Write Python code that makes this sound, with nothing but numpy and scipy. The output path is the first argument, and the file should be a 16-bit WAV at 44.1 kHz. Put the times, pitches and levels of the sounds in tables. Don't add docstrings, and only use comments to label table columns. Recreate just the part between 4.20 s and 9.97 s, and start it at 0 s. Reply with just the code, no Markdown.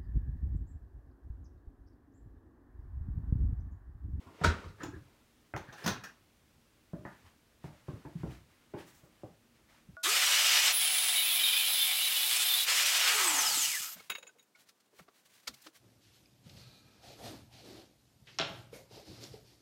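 import sys
import numpy as np
from scipy import signal
from scipy.fft import rfft, irfft, next_fast_len
from scipy.io import wavfile

SR = 44100
rng = np.random.default_rng(int(sys.argv[2]) if len(sys.argv) > 2 else 0)


def to_wav(sig):
    pcm = np.clip(np.atleast_2d(sig), -1, 1) * 32767
    pcm = np.round(pcm).astype(np.int16)
    wavfile.write(sys.argv[1], SR, pcm.T)


N = 254368
T = np.arange(SR * 3 // 4) / SR

# (time [s], knock [dB], thud [dB],
# brightness [dB], thud pitch [Hz], clack pitch [Hz], chatter time [s])
FRAME_HITS = [(.212, -40, -28, -11.5, 164, 730, 0.048), (.2355, -28.5, -45, 3.5, 150, 1336, 0.063),
              (.2425, -26, -22.5, 4.5, 73, 1313, .018), (.2465, -22, -31, -0.5, 85.4, 1398, 0.014),
              (.44, -51, -44, -1, 81.6, 1226, 0.048), (.481, -55.5, -34.5, 4, 76, 1320, 0.04),
              (.603, -44, -48, -8.5, 142, 1300, 0.11), (.645, -47.5, -34, -8, 346, 870, 0.04),
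              (.678, -72, -32.5, 4, 290, 920, 0.039), (.73, -67, -39, -5, 370, 1750, 0.074),
              (.745, -58.5, -44, -1, 142, 1770, .05), (.76, -58, -39, -8, 305, 1660, 0.025)]
LATCH_HITS = [(.633, -47, -40.5, 2.5, 312, 6990, 0.031), (1.3642, -45.5, -50, -2, 170, 1800, 0.0017),
              (1.367, -43, -45.5, -9, 378, 880, 0.0078), (1.377, -50.5, -68, -2.5, 92, 950, .004),
              (1.482, -53.5, -50.5, -11, 131, 1730, 0.1), (1.521, -48.5, -64, -2.5, 130, 1410, 0.13),
              (1.64, -43.5, -45, 0.5, 151, 5180, 0.064), (1.6605, -33, -31, 1, 184, 1027, .04),
              (1.675, -31, -35.5, 0.5, 211, 1380, 0.0392), (1.836, -45, -70, 0, 240, 1390, 0.057)]
# (time [s], level [dB])
SHOVES = [(0.254, -5.5), (0.439, -24.5), (0.733, -29.5)]
# (pitch [Hz], level [dB], swell time [s])
BENDING_TONES = [(82, -21.5, 0.027), (52, -28, 0.017), (170.4, -31.5, 0.015)]
# (pitch [Hz], level [dB], time to fade 60 dB [s])
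DOOR_TONES = [(290, -2.5, 0.69), (546, 2, 0.31), (937, 10, 0.2), (1090, -1.5, 0.18), (1240, -11, .26),
              (1319, 3.5, .27), (1487, 6.5, 0.24), (1430, -2.5, 0.29), (1613, 9.5, 0.12), (1664, -5.5, 0.4),
              (2320, -8.5, .25), (2350, -11, 0.32), (3680, -7.5, 0.1623), (3920, -10, 0.2),
              (4710, -10.5, 0.15)]
FLOOR_TONES = [(248.6, -11.5, 0.097), (320, -4, 0.219), (384.3, -1.5, 0.12), (573, -18, 0.29)]
# (time [s], thump [dB],
# thump pitch [Hz], sole [dB], heel [dB], treble limit [Hz], rise time [s], toe gain [dB])
STEPS_AND_DOOR_KNOCK = [(.058, -50.5, 86.5, -55.5, -52.5, 1210, 0.0072, -24),
                        (1.3381, -38.5, 124, -44.5, -38, 2230, 0.00018, -16),
                        (2.732, -40, 172, -42, -55, 1450, 0.00095, -10),
                        (2.8507, -45.5, 149, -44.5, -44, 2000, 0.00024, -14.5),
                        (3.035, -59, 86, -74.5, -64, 2980, 0.0098, -14),
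                        (3.442, -41.5, 161, -47, -53, 2900, 0.000064, -10),
                        (3.683, -38.5, 141, -43, -52.5, 1600, 0.00016, -5),
                        (3.85, -46, 136, -46, -52, 2050, 0.00056, -21),
                        (3.952, -35, 166, -59, -77, 600, 0.0053, -9.5),
                        (4.033, -33, 167.6, -40, -53, 1710, .0002, -7.5),
                        (4.5365, -47.5, 124, -37.5, -48.5, 2940, 0.0011, -17.5),
                        (4.83, -58, 140, -61.5, -67, 1610, 0.0034, -18),
                        (5.034, -50, 114, -44, -55.5, 1395, .00012, -19),
                        (5.686, -48, 171, -67, -84, 600, .004, -24)]
# (start [s], length [s], level [dB])
SEAL_SLIDES = [(.02, 0.11, -61.5), (.15, 0.072, -58.5), (.235, 0.23, -45), (.625, 0.026, -50.5),
               (.87, 0.17, -68.5), (1.44, 0.19, -60.5), (1.63, 0.14, -51)]
SEAL_SQUEAKS = [(.612, 0.043, -49.5), (.742, 0.0087, -58), (1.49, .02, -55), (1.59, 0.068, -53),
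                (1.845, 0.064, -51.5)]
SCUFFS = [(1.585, .05, -60), (2.86, .17, -71.5), (3.065, 0.0088, -68.5), (3.447, 0.018, -64.5),
          (3.53, 0.17, -73), (3.68, 0.3, -70), (3.99, 0.11, -68), (4.11, 0.04, -63.5),
          (4.3, 0.42, -75.5), (4.59, .015, -59.5), (4.68, 0.01, -66.5), (4.745, 0.062, -73.5),
          (4.92, 0.16, -77), (5.355, 0.019, -76), (5.5, 0.086, -70)]
CLOTH_BRUSHES = [(4.68, 0.017, -62.5), (4.75, 0.043, -66), (4.845, .015, -71.5)]
# (frequency [Hz], level [dB])
WOOD_COLOUR = [(59, -23.5), (100, -9), (264, -15), (530, -18), (680, -21), (800, -30.5), (950, -22),
               (1400, -13), (1700, -19), (2100, -22), (3100, -30.5), (3800, -25.5), (4900, -31.5),
               (7000, -33), (15500, -53)]
METAL_COLOUR = [(47, -32), (90, 1), (190, -2.5), (400, -17), (650, -7), (950, -2), (1650, 2), (2200, -8),
                (3200, -10), (4600, -11), (6300, -7.5), (7300, -16.5), (15500, -15.5)]
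FLOOR_COLOUR = [(35, -28.5), (60, 0.5), (110, -0.5), (170, 5.5), (245, -1), (335, 3.5), (480, -8.5),
                (590, -3), (760, -9), (960, -11), (1800, -19), (3000, -25.5), (9000, -26)]
SEAL_COLOUR = [(88, -39.5), (150, -5.5), (395, 5.5), (782, -5), (928, 0.5), (1490, -6), (1640, -11.5),
               (1980, -5.5), (4400, -16), (7340, -23.5), (14000, -41)]
SOLE_COLOUR = [(290, -28), (500, -8), (997, -4.5), (1090, -6), (1170, -3), (1530, -4.5), (1800, -3),
               (15500, -25)]
CLOTH_COLOUR = [(1500, -20), (4000, -8), (7000, -1.5), (11000, -9), (15500, -5)]
ROOM_COLOUR = [(15, -39), (25, -12.5), (53, -7.5), (72, -8.5), (130, -8), (200, -13), (241, -5.5),
               (269, -15), (316, -10), (352, -15), (857, -21.5), (955, -21.5), (1390, -22.5), (2520, -23.5),
               (15800, -34.5)]
# (frequency [Hz], time to fade 60 dB [s])
ECHO_TIMES = [(80, 0.48), (300, 0.29), (1400, 0.36), (4500, 0.27), (12000, 0.19)]
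# (low edge [Hz], high edge [Hz])
KNOCK_BANDS = [(50, 200), (200, 700), (700, 2500), (2500, 7000), (7000, 15000)]
# (thud [dB], wood [dB], panel [dB], metal [dB], tick [dB])
BANG_BALANCE, LATCH_BALANCE = [-6.5, -2, 0.5, -9.5, -26.5], [-4.5, 0.5, -1.5, 0, -13.5]


def door():
    bangs = door_hits(FRAME_HITS, WOOD_COLOUR, BANG_BALANCE, ring_db=-9.5, clack_db=-0.5,
                      clack_s=0.031, chatter_db=18, echo_db=-1, thud_gain_db=0, swell_s=0.008)
    latch = door_hits(LATCH_HITS, METAL_COLOUR, LATCH_BALANCE, ring_db=-29, clack_db=0,
                      clack_s=0.011, chatter_db=5, echo_db=-3.5, thud_gain_db=8.5, swell_s=0.0088)
    return amp(-6) * bangs + amp(-4.5) * latch


def door_hits(hits, colour, balance, ring_db, clack_db, clack_s, chatter_db, echo_db,
              thud_gain_db, swell_s):
    out = np.zeros(N)
    for start, knock_db, thud_db, bright_db, thud_hz, clack_hz, chatter_s in hits:
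        knock = unit_energy(hallway(coloured(contact(chatter_s, chatter_db), colour), echo_db))
        clack = unit_energy(hallway(np.sin(2 * np.pi * clack_hz * T) * fade(T, clack_s), echo_db=-10))
        hit = knock + amp(clack_db) * clack + amp(ring_db) * ringing(DOOR_TONES)
        hit = soft_start(hit, 0.033 * chatter_s)
        thud = amp(thud_gain_db + thud_db) * hallway(thump(thud_hz, swell_s), echo_db=-11)
        heavy_db = thud_db - knock_db
        lift_db = np.array([0.97 * heavy_db, 0.12 * heavy_db, 0, bright_db, 2 * bright_db])
        add(out, start, balanced(hit, knock_db + lift_db + balance) + thud)
    return out


def door_boom():
    out = np.zeros(N)
    grip = 1 / (1 + (T / 0.0749) ** 6)
    for start, db in SHOVES:
        bend = sum(amp(db + tone_db + 5.5) * thump(hz, swell) for hz, tone_db, swell in BENDING_TONES)
        add(out, start, hallway(bend * grip, echo_db=-21))
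    return out


def steps_and_door_knock():
    out = np.zeros(N)
    for start, thump_db, hz, sole_db, heel_db, limit_hz, rise_s, toe_db in STEPS_AND_DOOR_KNOCK:
        add(out, start, footfall(thump_db, hz, sole_db, heel_db, limit_hz, rise_s))
        toe = footfall(thump_db, 0.76 * hz, sole_db - 5.5, heel_db - 5.5, limit_hz, rise_s=0.011)
        add(out, start + 0.046, amp(toe_db) * toe)
    return out


def footfall(thump_db, hz, sole_db, heel_db, limit_hz, rise_s):
    slap = unit_energy(hallway(coloured(contact(0.025, chatter_db=1.5), FLOOR_COLOUR), echo_db=-0.5))
    ring = amp(-12) * soft_start(ringing(FLOOR_TONES), 0.00056)
    knock = balanced(soft_start(slap + ring, rise_s), [thump_db - 6, sole_db, heel_db])
    knock = butter(knock, limit_hz, 'lowpass', order=6)
    swell_s = 0.009 * (150 / hz) ** 1.2
    weight = amp(thump_db + 5) * hallway(thump(hz, swell_s), echo_db=-17.5)
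    return amp(-1.5) * (weight + knock)


def door_seal(squeak_hz=1692, spread_hz=180):
    drag = strokes(SEAL_SLIDES, attack_s=0.027, sag_s=0.24, release_s=0.028) * noise(SEAL_COLOUR)
    squeal = filtered(rng.standard_normal(N), lambda hz: 1 / (1 + ((hz - squeak_hz) / spread_hz) ** 4))
    squeaks = strokes(SEAL_SQUEAKS, attack_s=0.012, sag_s=0.062, release_s=0.014) * unit_power(squeal)
    return amp(-1.5) * drag + squeaks


def scuffs():
    return amp(4) * strokes(SCUFFS, attack_s=0.015, sag_s=0.51, release_s=0.046) * noise(SOLE_COLOUR)


def rustle():
    return strokes(CLOTH_BRUSHES, attack_s=0.018, sag_s=0.18, release_s=0.03) * noise(CLOTH_COLOUR)


def hallway(x, echo_db):
    hz, t, spectrum = signal.stft(rng.standard_normal(len(T)), SR, nperseg=256)
    spectrum = spectrum * fade(t, curve(ECHO_TIMES, hz)[:, None])
    echo = signal.istft(spectrum, SR, nperseg=256)[1][:len(T)]
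    echo *= 1 - np.exp(-T / 0.0022)
    return x + amp(echo_db) * signal.fftconvolve(x, unit_energy(echo))[:len(T)]


def room_tone():
    return amp(-67.5) * noise(ROOM_COLOUR)


def contact(chatter_s, chatter_db):
    chatter = rng.standard_normal(len(T)) * amp(2.55 * rng.standard_normal(len(T)))
    force = amp(chatter_db) * unit_energy(chatter * fade(T, chatter_s))
    force[0] += 1
    return unit_energy(force)


def ringing(tones):
    ring = np.zeros(len(T))
    for hz, db, fade_s in tones:
        strength = amp(db + rng.normal(0, 3.45))
        ring += strength * fade(T, fade_s) * np.sin(2 * np.pi * (hz * T + rng.random()))
    return unit_energy(ring)


def thump(hz, swell_s):
    age = T / max(swell_s, 0.002)
    return np.sin(2 * np.pi * hz * T) * (age * np.exp(1 - age)) ** 2


def soft_start(x, rise_s):
    return x * (1 - np.exp(-T / max(rise_s, 1e-5))) ** 2


def strokes(rows, attack_s, sag_s, release_s):
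    gain = np.zeros(N)
    for start, length, db in rows:
        t = np.arange(N) / SR - start
        attack = np.maximum(-t, 0) / attack_s
        sag = np.clip(t, 0, length) / sag_s
        release = np.maximum(t - length, 0) / release_s
        gain = np.hypot(gain, amp(db) * np.exp(-attack - sag - release))
    return gain


def balanced(x, band_db):
    power = np.abs(rfft(x)) ** 2 * 2 / len(x)
    hz = np.fft.rfftfreq(len(x), 1 / SR)
    colour = []
    for (low, high), db in zip(KNOCK_BANDS, band_db):
        band_power = power[(hz > low) & (hz < high)].sum() / (0.03 * SR)
        colour.append((np.sqrt(low * high), db - 10 * np.log10(band_power)))
    return coloured(x, colour)


def coloured(x, colour):
    def response(hz):
        cepstrum = irfft(np.log(amp(np.maximum(curve(colour, hz), -100))))
        half = len(cepstrum) // 2
        cepstrum[1:half] *= 2
        cepstrum[half + 1:] = 0
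        return np.exp(rfft(cepstrum))
    return filtered(x, response)


def noise(colour):
    return unit_power(filtered(rng.standard_normal(N), lambda hz: amp(curve(colour, hz))))


def filtered(x, response):
    size = next_fast_len(len(x) + 8192)
    return irfft(rfft(x, size) * response(np.fft.rfftfreq(size, 1 / SR)), size)[:len(x)]


def butter(x, hz, kind, order):
    return signal.sosfilt(signal.butter(order, hz, kind, fs=SR, output='sos'), x)


def curve(points, hz):
    frequencies, values = np.transpose(points)
    return np.interp(np.log(hz + 1), np.log(frequencies + 1), values)


def fade(t, fade_s):
    return np.exp(-np.log(1000) * t / np.maximum(fade_s, 1e-3))


def amp(db):
    return 10 ** (np.asarray(db) / 20)


def unit_power(x):
    return x / np.sqrt(np.mean(x ** 2) + 1e-20)


def unit_energy(x):
    return x / np.linalg.norm(x)


def add(track, start_s, x):
    start = max(round(start_s * SR), 0)
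    track[start:start + len(x)] += x[:N - start]


def scene():
    knocks = door() + door_boom() + steps_and_door_knock()
    return (knocks + door_seal() + scuffs() + rustle() + room_tone())[None]


def record(dry):
    return filtered(butter(dry[0], 30, 'highpass', order=4), lambda hz: hz < 15850)[None]


dry = scene()
out = record(dry)
to_wav(out)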